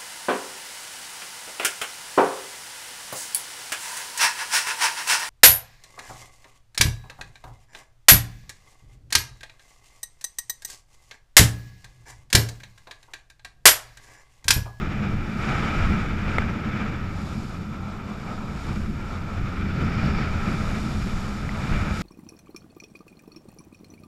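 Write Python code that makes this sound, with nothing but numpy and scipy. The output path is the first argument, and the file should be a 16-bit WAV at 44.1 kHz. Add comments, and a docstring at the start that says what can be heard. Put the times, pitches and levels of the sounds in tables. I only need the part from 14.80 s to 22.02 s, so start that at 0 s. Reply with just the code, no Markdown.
"""Inflatable boat in a ship's wake

Wind thumps, booms and rushes over a camera's waterproof case on board. The outboard motor drones
underneath, water washes along the hull and spray hisses up with each wave. A few drops knock on
the case, whose ringing colours the wind and the water."""
import sys
import numpy as np
from scipy import signal
from scipy.fft import rfft, irfft
from scipy.io import wavfile

SR = 44100
rng = np.random.default_rng(int(sys.argv[2]) if len(sys.argv) > 2 else 0)


def dump_mix(stems):
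    """Bounce the given channels to the path in sys.argv[1] as a 16-bit WAV at rate SR."""
    frames = np.atleast_2d(stems).T  # one column per channel
    limited = np.clip(frames, -1, 1)  # hard clip at full scale
    pcm = np.round(limited * 32767).astype(np.int16)
    wavfile.write(sys.argv[1], SR, pcm)


N = 318402
TIME = np.arange(N) / SR
HZ = np.fft.rfftfreq(N, 1 / SR)


def amp(db):
    """Turns decibels into a number to multiply by."""
    return 10 ** (np.asarray(db) / 20)


def unit(x):
    """Scales x so that its average strength (rms) is 1."""
    return x / np.sqrt(np.mean(x ** 2) + 1e-20)


def curve(rows, column=1):
    """Joins the points in a table's column with straight lines over time."""
    rows = np.asarray(rows)
    return np.interp(TIME, rows[:, 0], rows[:, column])


def wander(rate_hz):
    """A smooth random wobble, mostly slower than the given rate."""
    return unit(irfft(rfft(rng.standard_normal(N)) / (1 + (HZ / rate_hz) ** 4), N))


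def swell(crest_s, length_s, rise_share=0.4):
    """A smooth hump of height 1 that builds a little faster than it dies."""
    width_s = length_s * np.where(TIME < crest_s, rise_share, 1 - rise_share)
    return np.exp(-((TIME - crest_s) / width_s) ** 2)


def lift_db(rows):
    """Adds a table of swells into one boost that changes over time."""
    return sum(db * swell(s, length) for s, length, db in rows)


def turbulence(depth_db, rate_hz):
    """Noise that swells and sinks as swirls pass."""
    return unit(rng.standard_normal(N) * amp(depth_db * wander(rate_hz)))


# Pitches that the case boosts or dulls. Each row: centre in Hz, width in Hz, boost in dB.
CASE_RESONANCES = [(208.7, 35, 7.5), (1291, 237, 10.5), (1605, 160, 1.5), (2360, 300, 8), (3020, 63, 4),
                   (3200, 120, -1.5), (3540, 180, 5), (3870, 340, 3.5), (4560, 190, 4), (4780, 90, -5),
                   (4920, 220, 4.5), (5380, 230, 3.5), (5870, 110, 1), (6270, 200, -8), (6890, 550, 3.5),
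                   (9700, 400, -1), (11200, 850, 4), (11950, 250, -3)]

def through_case(x, colour, band_hz):
    """Gives x a tone colour and the case's ringing, then sets its strength within the band to 1."""
    case_db = sum(db / (1 + (2 * (HZ - hz) / width) ** 2) for hz, width, db in CASE_RESONANCES)
    hz, db = np.transpose(colour)
    colour_db = np.interp(np.log(HZ + 1), np.log(hz), db)
    cepstrum = irfft(np.log(amp(colour_db + case_db)), N)
    cepstrum[1:N // 2] *= 2  # folded so that the case rings after a push, never before
    cepstrum[N // 2 + 1:] = 0
    spectrum = rfft(x) * np.exp(rfft(cepstrum))
    in_band = (HZ > band_hz[0]) & (HZ < band_hz[1])
    return irfft(spectrum, N) / np.std(irfft(spectrum * in_band, N))


# The faint whine of the camera's electronics. Each row: pitch in Hz, level in dB.
WHINE_TONES = [(12450, -78), (12475, -81), (12775, -95)]

def electronics_whine():
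    """Thin tones, so close in pitch that they beat against each other."""
    tones = (amp(db) * np.sin(2 * np.pi * (hz * TIME + rng.random())) for hz, db in WHINE_TONES)
    return np.sqrt(2) * sum(tones)


# How the motor runs. Each row: time in seconds, firings per second, level in dB.
MOTOR_RUN = [(0, 84.5, -38), (.7, 85.5, -46), (1.4, 86.3, -32.5), (2, 85.3, -46), (2.6, 85.04, -41.5),
             (3, 87.03, -37), (3.35, 88.9, -43), (3.8, 86.6, -48), (4.2, 84.95, -37.5), (4.55, 89.1, -35.5),
             (5.1, 87.84, -32), (5.5, 89.4, -33), (6.3, 85, -40.5), (7.22, 86.7, -38)]
# The tones in its exhaust. Each row: multiple of the firing rate, relative level in dB.
EXHAUST_TONES = [(1, 3.5), (1.5, -10), (2, -3), (2.5, -16), (3, -14.5), (3.5, -12.5), (4, -17), (4.5, -17)]

def outboard(waver=0.00766, rough_db=1.5):
    """Exhaust pulses make a stack of tones; uneven cylinders add roughness and in-between tones."""
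    firings = np.cumsum(curve(MOTOR_RUN) * (1 + waver * wander(5.87))) / SR
    drone = np.zeros(N)
    for multiple, db in EXHAUST_TONES:
        gain = amp(db + rough_db * wander(11))
        drone += gain * np.cos(2 * np.pi * (multiple * firings + rng.random()))
    return unit(drone) * amp(curve(MOTOR_RUN, column=2))


# Whistles of the motor's drive. Each row: pitch in Hz, waver in Hz, level in dB at average load.
DRIVE_TONES = [(1359, 40, -53.5), (3535, 40, -71), (6225, 5, -80)]

def drive_whistles():
    """The drive sings faintly, louder under load, its pitch and strength never quite still."""
    load_db = curve(MOTOR_RUN, column=2)
    tones = np.zeros(N)
    for hz, waver_hz, db in DRIVE_TONES:
        gain = amp(db + 2 * wander(21))
        cycles = np.cumsum(hz + waver_hz * wander(49.1)) / SR
        tones += gain * np.sin(2 * np.pi * cycles)
    return np.sqrt(2) * tones * amp(0.87 * (load_db - load_db.mean()))


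# Drops that hit the case. Each row: start in seconds, size in dB, ringing pitch in Hz.
DROP_HITS = [(1.584, -4.5, 2130), (1.6223, -12, 1550), (6.6918, -13.5, 2016)]
# The tone colour of a bursting drop. Each row: frequency in Hz, relative level in dB.
BURST_COLOUR = [(200, -2), (800, -3), (1400, 20), (3000, 8), (5500, -5), (8000, -6), (10000, -17),
                (12500, -16), (14200, -42)]

def drop_knocks(ring_s=0.0019, push_s=0.00021, push=3.1, crack_s=0.0014, crack_db=-18):
    """Each drop pushes the case wall in and rings it briefly; heavy drops crack much louder."""
    t = np.arange(SR // 20) / SR
    knocks, cracks = np.zeros(N), np.zeros(N)
    dent = -push * (t / push_s) ** 2 * np.exp(-t / push_s) * (1 - t / (4 * push_s))
    for start_s, db, hz in DROP_HITS:
        size, at = amp(db), round(start_s * SR)
        ring = 0.52 * np.sin(2 * np.pi * hz * t) * np.exp(-t / ring_s) * (1 - np.exp(-t / push_s))
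        knocks[at:at + len(t)] += size * (ring + size * dent)
        cracks[at:at + len(t)] += size ** 2 * rng.standard_normal(len(t)) * np.exp(-t / crack_s)
    crack_gain = amp(crack_db) * np.sqrt(crack_s * SR / N)  # its level counts over its own short life
    return knocks + crack_gain * through_case(cracks, BURST_COLOUR, (0, 14950))


def droplets(per_s, spread_db):
    """Tiny impacts at random moments, a few of them large."""
    size = amp(spread_db * np.minimum(rng.exponential(1, N), 4))
    return unit(size * rng.choice([-1, 1], N) * (rng.random(N) < per_s / SR))


# Spray thrown up by the hull. Each row: peak time in seconds, length in seconds, relative level in dB.
SHOWERS = [(0.71, 0.48, -62.1), (1.03, 0.49, -66), (1.533, 0.13, -67.6), (2.514, 0.38, -61.5),
           (3.45, 0.25, -68.6), (3.86, 0.32, -62), (4.27, 1, -70), (5.321, 1, -67.5), (5.775, 0.41, -60),
           (6.164, 0.79, -57), (6.913, 0.38, -59), (7.23, 0.21, -52)]
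# The tone colours of the wash and the spray. Each row: frequency in Hz, relative level in dB.
HULL_COLOUR = [(150, -9.5), (450, 17.5), (850, 17.5), (1100, 14), (1350, 12), (1900, 2), (3000, 0),
               (5000, -4), (7500, -8), (10000, -20), (15000, -42)]
FIZZ_COLOUR = [(400, -9), (1500, 4), (3000, 9.5), (5000, 11), (7000, 7.5), (8600, 2.5), (10000, -3.5),
               (11800, -2.5), (13400, -15), (15000, -15)]

def wash_and_spray(mist_db=-78):
    """Water washes along the hull, and showers fall back as fine drops over a constant mist."""
    shower_power = sum(amp(db - 1.5) ** 2 * swell(s, length) for s, length, db in SHOWERS)
    spray_db = 10 * np.log10(amp(mist_db) ** 2 + shower_power)
    # The wash grows as the boat closes on the ship, and with every shower.
    wash_db = -60 + 0.5 * TIME + 0.11 * (spray_db - mist_db)
    wash = through_case(turbulence(depth_db=2.7, rate_hz=7.5), HULL_COLOUR, (2700, 7500))
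    fizz = rng.standard_normal(N) + amp(-4) * droplets(per_s=2500, spread_db=4)
    spray = through_case(fizz, FIZZ_COLOUR, (7500, 12000))
    return wash * amp(wash_db) + spray * amp(spray_db)


# Waves that the boat meets. Each row: peak time in seconds, length in seconds, boost in dB.
WAVE_SURGES = [(.68, 0.28, 6.5), (.91, 0.48, 6), (1.545, 0.27, 5.5), (2, 0.49, 6), (3.5, 0.086, 4.5),
               (3.9, 0.11, 5.5), (5.25, 0.093, 6), (5.405, .11, 5.5), (5.66, 0.16, 3.5), (5.955, 0.039, 6),
               (6.93, .18, 6.5)]

def surge_db():
    """How much the noise surges as the boat runs into each wave."""
    return lift_db(WAVE_SURGES)


# The tone colour of a sheet of water. Each row: frequency in Hz, relative level in dB.
HISS_COLOUR = [(1500, -11), (3600, -9), (4400, 5), (5400, 3), (6400, -14), (9000, -31)]

def water_sheet():
    """A hissing sheet of water peels off the boat's air tube as it crosses the wake."""
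    hiss = through_case(rng.standard_normal(N), HISS_COLOUR, (2700, 7500))
    return hiss * amp(-53 + 0.95 * surge_db()) * swell(crest_s=5.19, length_s=0.87)


# The wind's strength, easing midway. Each row: time in seconds, level in dB.
WIND_STRENGTH = [(0, -36.5), (.45, -39), (1.2, -37), (2.95, -46.5), (4.5, -43), (5.05, -37), (5.5, -38),
                 (6.5, -42), (7.22, -38)]
# Gusts, then bursts of low booming. Each row: peak time in seconds, length in seconds, boost in dB.
WIND_GUSTS = [(.36, .1, 3.5), (1.05, .19, 9.5), (1.6, 0.19, 4.5), (2.31, 0.43, 5), (3.96, 0.38, 10.5),
              (4.62, 0.13, 7.5), (5.4, 0.7, 6.5), (6.35, 1, 4.5), (6.96, 0.23, 9)]
BOOM_BURSTS = [(.3, .12, 6), (.7, 0.072, 3.5), (1.1, .1, 6), (1.7, 0.32, 2.5), (3.95, 0.36, 2),
               (5.01, 0.14, 7.5), (5.27, 0.074, 5), (5.41, .08, 5), (5.71, 0.085, 6.5), (6.07, 0.36, 4)]
# The tone colours of the wind's three layers. 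Each row: frequency in Hz, relative level in dB.
WIND_THUMP_COLOUR = [(5, -7), (14, -9), (24, 4), (40, -5.5), (65, -1), (95, -4), (130, -10), (220, -29.5),
                     (600, -75)]
WIND_BOOM_COLOUR = [(40, -27.5), (90, -12.5), (125, 2.5), (175, -0.5), (222, -3), (250, -7.5), (310, -8.5),
                    (400, -15), (550, -26.5), (1200, -62.5)]
WIND_RUSH_COLOUR = [(100, -16.5), (350, 2), (520, -1), (800, -0.5), (1050, -6.5), (1450, -1), (2100, -3.5),
                    (2900, -10), (4200, -21.5), (5600, -21.5), (7500, -30), (10000, -46), (15000, -70)]

def wind(usual_db=-38.5):
    """Swirls of air thump the case, make it boom and rush over it; gusts and waves make them louder."""
    extra_wind_db = curve(WIND_STRENGTH) - usual_db
    thump_db = -32 + 1.01 * extra_wind_db + lift_db(WIND_GUSTS)
    boom_db = -31 + 0.56 * extra_wind_db + 0.4 * surge_db() + lift_db(BOOM_BURSTS)
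    rush_db = -38.5 + 1.25 * extra_wind_db + surge_db()
    thump = through_case(turbulence(depth_db=-0.05, rate_hz=8.8), WIND_THUMP_COLOUR, (20, 110))
    boom = through_case(turbulence(depth_db=1.07, rate_hz=30), WIND_BOOM_COLOUR, (110, 400))
    rush = through_case(turbulence(depth_db=1.25, rate_hz=24), WIND_RUSH_COLOUR, (1100, 2700))
    return thump * amp(thump_db) + boom * amp(boom_db) + rush * amp(rush_db)


def scene():
    """Everything meets at one microphone."""
    wind_and_water = wind() + wash_and_spray() + water_sheet()
    motor = outboard() + drive_whistles()
    return (wind_and_water + motor + drop_knocks() + electronics_whine())[None]


def record(dry, cutoff_hz=14950):
    """The camera cuts off the very highest treble."""
    low_pass = signal.firwin(511, cutoff_hz, window=("kaiser", 9), fs=SR)
    return signal.oaconvolve(dry, low_pass[None], "same")


dry = scene()
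out = record(dry)
dump_mix(out)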